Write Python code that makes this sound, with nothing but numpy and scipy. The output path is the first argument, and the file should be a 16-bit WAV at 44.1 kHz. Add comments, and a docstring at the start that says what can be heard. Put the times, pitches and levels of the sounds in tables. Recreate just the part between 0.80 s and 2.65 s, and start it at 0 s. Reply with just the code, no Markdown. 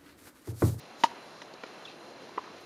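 """Night tennis on a hard outdoor court. Town hiss and two trilling crickets sound throughout, as shaped noise
and pulsed tones. First the near player swings (a noise swish) and strikes: the strings crack and ring, the ball
sings, and fences echo it; a faint racket-like clack follows. Shoes tap, the ball bounces beyond the net, a sole
scuffs and squeaks. Late on, after another tap, the far player returns the ball with a duller stroke; shoes follow.
The court's reverberation blurs the play; all is thin in the bass, notched near 8 kHz, quieter above, cut on top."""
import sys
import numpy as np
from scipy import signal
from scipy.fft import rfft, irfft
from scipy.io import wavfile
from scipy.ndimage import uniform_filter1d

SR = 44100
rng = np.random.default_rng(int(sys.argv[2]) if len(sys.argv) > 2 else 0)


def output_pcm(signal):
    """Save a mono or channel-first signal as 16-bit PCM at the path in sys.argv[1].

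    Samples are clipped to [-1, 1] before scaling.
    """
    pcm = np.clip(np.atleast_2d(signal).T, -1, 1) * 32767
    wavfile.write(sys.argv[1], SR, np.round(pcm).astype(np.int16))


N = 81585  # length in samples
T = np.arange(N) / SR  # time of every sample, s


def undb(db):
    """Turn decibels into an amplitude factor."""
    return 10 ** (np.asarray(db) / 20)


def unit(x):
    """Scale a signal to an RMS of 1."""
    return x / np.sqrt(np.mean(x ** 2))


def noise():
    """White noise: an independent random value for every sample."""
    return rng.standard_normal(N)


def band(x, hz, width_hz):
    """Resonant band-pass: keeps the sound around one frequency."""
    return signal.lfilter(*signal.iirpeak(hz, hz / width_hz, fs=SR), x)


def low_pass(x, order, hz):
    """Keep what lies below a frequency, with a smooth roll-off above it."""
    return signal.sosfilt(signal.butter(order, hz, fs=SR, output="sos"), x)


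def fade(start, t60, rise):
    """Rise from the start, while a decay of 60 dB per t60 takes over."""
    t = np.maximum(T - start, 0)
    decay = np.exp(-np.log(1000) * t / t60)
    return (1 - np.exp(-t / rise)) * decay


def hump(middle, length):
    """A smooth rise and fall, zero outside its length."""
    return np.cos(np.pi * np.clip((T - middle) / length, -.5, .5)) ** 2


def sine(start, hz):
    """A steady tone whose phase is zero at the start time."""
    return np.sin(2 * np.pi * hz * (T - start))


def gliding_sine(hz):
    """A tone whose frequency follows a curve: phase is the running sum of frequency."""
    return np.sin(2 * np.pi * np.cumsum(hz) / SR)


def ring(start, modes, rise):
    """A struck body: its modes all start ringing at one moment and die away separately."""
    return sum(undb(db) * fade(start, t60, rise) * sine(start, hz) for hz, db, t60 in modes)


def late(x, delay):
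    """Delay a sound by a given time."""
    return np.interp(T - delay, T, x, left=0)


def walk(rate):
    """Smooth random drift with an RMS of 1, taking about `rate` new values per second."""
    hold = int(SR / rate)
    steps = np.repeat(rng.standard_normal(N // hold + 1), hold)
    smooth = uniform_filter1d(uniform_filter1d(steps, hold), hold)
    return unit(smooth[:N])


def spread(x, t60):
    """Many small reflections, as a noise tail of unit energy dying 60 dB in t60."""
    tail = noise() * fade(0, t60, t60 / 100)
    return signal.fftconvolve(x, tail / np.sqrt(np.sum(tail ** 2)))[:N]


TOWN_DB = -48
SWELL_DB, SWELL_RATE = 0.66, 0.77  # shared loudness drift: spread, new values per s
FLICKER_DB, FLICKER_RATE = 1.4, 12.11  # each slice's own drift
# Spectrum of the town hiss: f/Hz, level/dB (per Hz, relative)
TOWN_SPECTRUM = [(20, -12), (50, 7), (110, -3), (200, -5), (350, -2), (700, -4.5), (1200, -8.5),
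                 (2500, -15), (4000, -18), (5500, -21.5), (7000, -23.5), (9000, -23), (11500, -24.5),
                 (14500, -41)]


def town():
    """Distant traffic and night air: noise in overlapping octave slices that swell together and flicker alone."""
    f = np.maximum(np.fft.rfftfreq(N, 1 / SR), 1)
    curve_hz, curve_db = np.array(TOWN_SPECTRUM).T
    spectrum = rfft(noise()) * undb(np.interp(np.log(f), np.log(curve_hz), curve_db))
    swell = walk(SWELL_RATE)
    out = 0
    for octave in range(11):
        window = np.cos(np.pi / 2 * np.clip(np.log2(f / 20) - octave, -1, 1)) ** 2
        loudness_db = SWELL_DB * swell + FLICKER_DB * walk(FLICKER_RATE)
        out = out + irfft(spectrum * window, N) * undb(loudness_db)
    return undb(TOWN_DB) * unit(out)


PULSE_SHARE = 0.78  # part of each cycle filled by the pulse
BETWEEN_PULSES = .2  # tone added to the gate, so it never goes silent
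PULSE_SCATTER_DB = 1
# Crickets: f/Hz, pulse rate (per s), first pulse t/s, level/dB (RMS), pitch spread f/Hz
CRICKETS_SINGING = [(4089, 39.85, 0.0084, -64, 23.2), (2700, 37, 0.0018, -69.5, 30.9)]


def crickets():
    """Steady trills: a wavering tone in evenly timed pulses of uneven strength."""
    out = 0
    for hz, rate, first, db, spread_hz in CRICKETS_SINGING:
        cycle = ((T - first) * rate + .5) % 1 - .5  # zero at the middle of each pulse
        pulse = np.cos(np.pi * np.clip(cycle / PULSE_SHARE, -.5, .5)) ** 2
        tone = gliding_sine(hz + spread_hz * walk(60))
        strength = undb(PULSE_SCATTER_DB * walk(rate))
        out = out + undb(db) * unit((pulse + BETWEEN_PULSES) * tone * strength)
    return out


SWISH_S, SWISH_DB = 0.209, -49.5  # loudest moment, level there
SWISH_RISE_S, SWISH_FALL_S = 0.02, 0.068  # time to change by a factor e
SWISH_HZ, SWISH_WIDTH_HZ = 5970, 8100


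def swish():
    """Air rushes through the strings of the swung racket: a broad band of noise grows, then fades."""
    before = np.minimum(T - SWISH_S, 0)
    after = np.maximum(T - SWISH_S, 0)
    shape = np.exp(before / SWISH_RISE_S - after / SWISH_FALL_S)
    return undb(SWISH_DB) * shape * unit(band(noise(), SWISH_HZ, SWISH_WIDTH_HZ))


RISE_S, THUMP_T60_S = 0.00096, 0.017
CRACK_DB, CRACK_T60_S, CRACK_HZ, CRACK_WIDTH_HZ = -11.5, 0.074, 2600, 8800
SCATTER_DB, SCATTER_T60_S = -2, .005  # blur added to each delayed copy
# Strokes; all but the first level are relative to it: t/s, level/dB, time on the strings t/s,
# thump f/Hz, thump level/dB, ball f/Hz, ball level/dB on the strings, ball level/dB once free,
# from leaving the strings to loudest t/s, t60 t/s of the free ball, treble cut-off f/Hz of the racket sound
RACKET_STROKES = [(0.2362, -12.5, 0.00364, 290, -1, 927, 0, 4.5, 0.0036, 0.019, 9400),
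                  (1.5761, -27, 0.0049, 440, 7.5, 1037, -15, 11.5, 0.00054, 0.012, 1980)]
# Ringing of strings and frame: f/Hz, level/dB, t60 t/s
RACKET_MODES = [(617, -9.5, 0.056), (778, -4, 0.019), (1232, -10.5, 0.056), (1730, -11, 0.029),
                (1923, -4, 0.022), (1958, -12, 0.025), (2110, -16, .02), (2456, -11, 0.032),
                (2900, -8.5, 0.037), (3030, -10, 0.032), (3820, -13.5, 0.025), (4750, -14, 0.025)]
# Fence and wall echoes, one list per stroke; the last row of the first list is a separate faint,
# racket-like clack: delay t/s after the stroke, racket level/dB, ball level/dB
ECHOES_AND_CLACK = [
    [(.009, -38, -25.5), (.017, -26, -23.5), (.022, -28, -30), (.048, -35, -51), (.075, -38, -32.5),
     (.381, -22.5, -35)],
    [(.005, -30, -17.5), (.010, -21, -16), (.064, -13.5, -24), (.096, -28, -24)],
]


def racket_contact(start, thump_hz, thump_db, top_hz):
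    """The blow makes strings and frame crack, thump and ring; the highest treble is rolled off."""
    crack = unit(band(noise(), CRACK_HZ, CRACK_WIDTH_HZ)) * fade(start, CRACK_T60_S, 0.001)
    modes = RACKET_MODES + [(thump_hz, thump_db, THUMP_T60_S)]
    touch = ring(start, modes, RISE_S) + undb(CRACK_DB) * crack
    return low_pass(touch, 2, min(top_hz, 20000))


def struck_ball(start, contact, hz, held_db, free_db, swell, t60):
    """The hollow ball sounds once while squashed on the strings, then swells and dies when free."""
    held = hump(start + contact / 2, contact) ** .5
    peak = start + contact + swell
    free = np.where(T < peak, hump(peak, 3 * swell), fade(peak, t60, 1e-9))
    free = uniform_filter1d(free, size=60)  # round off the corners
    return (undb(held_db) * held + undb(free_db) * free) * sine(start, hz)


def strokes():
    """Racket and ball sound together; blurred delayed copies make the echoes and one faint separate clack."""
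    out = 0
    for stroke, copies in zip(RACKET_STROKES, ECHOES_AND_CLACK):
        start, db, contact, thump_hz, thump_db, hz, held_db, free_db, swell, t60, top_hz = stroke
        touch = racket_contact(start, thump_hz, thump_db, top_hz)
        ball = struck_ball(start, contact, hz, held_db, free_db, swell, t60)
        out = out + undb(db) * (touch + ball)
        for delay, touch_db, ball_db in copies:
            mix = undb(touch_db) * touch + undb(ball_db) * ball
            delayed = undb(db) * late(mix, delay)
            out = out + delayed + undb(SCATTER_DB) * spread(delayed, SCATTER_T60_S)
    return out


STEP_T60_S = .013
GRIT_DB, GRIT_T60_S, GRIT_HZ = -14, 0.023, 4700  # level relative to the tap
# Shoe taps: t/s, level/dB (before the rise), thud f/Hz
SHOE_TAPS = [(0.657, -38.5, 504), (0.7386, -28, 427), (.865, -36, 442), (1.492, -34.5, 910),
             (1.768, -36, 514)]


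def taps():
    """A shoe lands: a short low thud with a little noisy grit under the sole."""
    grit = unit(band(band(noise(), GRIT_HZ, 3500), GRIT_HZ, 5000))
    out = 0
    for start, db, hz in SHOE_TAPS:
        thud = ring(start, [(hz, db, STEP_T60_S)], 0.00056)
        grit_shape = fade(start - .002, GRIT_T60_S, 0.0013)  # begins just before the thud
        out = out + thud + undb(db + GRIT_DB) * grit * grit_shape
    return out


BOUNCE_S, BOUNCE_DB = .8352, -31
BOUNCE_CONTACT_S, BOUNCE_RISE_S = .0042, .0012
LIFT_DB, LIFT_TOP_HZ = 3, 800  # only modes below this frequency knock again
SLAP_DB, SLAP_T60_S, SLAP_HZ, SLAP_WIDTH_HZ = -10, 0.032, 3500, 3500
# Ball against the court: f/Hz, level/dB (relative to the bounce), t60 t/s
BALL_MODES = [(317, -7.5, .018), (436, -4, 0.016), (530, -2.5, 0.024), (620, -8, 0.0086), (1014, -1, 0.03),
              (1410, 1.5, 0.023), (1860, 1, 0.019), (2330, -1, 0.017), (2980, -13, 0.013)]


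def bounce():
    """The ball slaps and knocks as it lands; its low modes knock again as it lifts."""
    slap = unit(band(band(noise(), SLAP_HZ, SLAP_WIDTH_HZ), SLAP_HZ, SLAP_WIDTH_HZ))
    slap = slap * fade(BOUNCE_S, SLAP_T60_S, BOUNCE_RISE_S)
    landing = ring(BOUNCE_S, BALL_MODES, BOUNCE_RISE_S)
    low_modes = [mode for mode in BALL_MODES if mode[0] < LIFT_TOP_HZ]
    lift = ring(BOUNCE_S + BOUNCE_CONTACT_S, low_modes, BOUNCE_RISE_S)
    return undb(BOUNCE_DB) * (landing + undb(LIFT_DB) * lift + undb(SLAP_DB) * slap)


SCUFF_ROUGH_DB = 2
# Sole scuffs: start t/s, length t/s, level/dB, centre f/Hz
SOLE_SCUFFS = [(0.852, .04, -54, 3460), (1.036, 0.046, -55.5, 3830), (1.054, 0.09, -55.5, 3240),
               (1.758, 0.056, -56, 2000), (1.79, 0.047, -61, 10000)]


def scuffs():
    """The sole drags over the hard court: short humps of crackly, band-passed noise."""
    grains = noise() * undb(SCUFF_ROUGH_DB * walk(300))
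    out = 0
    for start, length, db, hz in SOLE_SCUFFS:
        rub = unit(band(band(grains, hz, hz), hz, hz))
        out = out + undb(db) * hump(start + length / 2, length) * rub
    return out


SQUEAK_WOBBLE_HZ, SQUEAK_ROUGH_DB = 70, 3  # random spread of pitch and of level
# Squeaks of a sole: middle t/s, length t/s, start f/Hz, end f/Hz, level/dB (peak before roughness)
SOLE_SQUEAKS = [(1.055, .012, 3750, 3170, -40), (1.081, 0.026, 2610, 2720, -44.5),
                (1.063, .01, 3450, 3370, -47), (1.084, .014, 3700, 3800, -48),
                (1.103, 0.017, 2706, 2730, -54), (1.116, 0.0052, 3460, 3340, -47)]


def squeaks():
    """Rubber squeaks on the court: brief gliding tones with unsteady pitch and level."""
    out = 0
    for middle, length, start_hz, end_hz, db in SOLE_SQUEAKS:
        glide = np.interp(T, [middle - length / 2, middle + length / 2], [start_hz, end_hz])
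        tone = gliding_sine(glide + SQUEAK_WOBBLE_HZ * walk(600))
        level = undb(db + SQUEAK_ROUGH_DB * walk(350))
        out = out + level * hump(middle, length) * tone
    return out


COURT_DB, COURT_T60_S = -22, 0.41


def scene():
    """Add the court's reverberation to the play, then the swish, crickets and town without it."""
    play = strokes() + taps() + bounce() + scuffs() + squeaks()
    court = undb(COURT_DB) * spread(play, COURT_T60_S)
    return (play + court + swish() + crickets() + town())[None]


BASS_CUT_HZ, SHELF_HZ, SHELF_DB = 170.6, 7770, -9
NOTCH_HZ, NOTCH_WIDTH_HZ, TOP_HZ = 7950, 1560, 14350


def record(dry):
    """The whole sound is thin in the bass, notched near 8 kHz, quieter above, and cut at the top."""
    x = signal.sosfilt(signal.butter(3, BASS_CUT_HZ, "high", fs=SR, output="sos"), dry)
    low = signal.sosfiltfilt(signal.butter(4, SHELF_HZ, fs=SR, output="sos"), x)
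    x = low + undb(SHELF_DB) * (x - low)  # turn down only the treble
    x = signal.lfilter(*signal.iirnotch(NOTCH_HZ, NOTCH_HZ / NOTCH_WIDTH_HZ, fs=SR), x)
    return signal.sosfilt(signal.ellip(8, .2, 70, TOP_HZ, fs=SR, output="sos"), x)


dry = scene()
out = record(dry)
output_pcm(out)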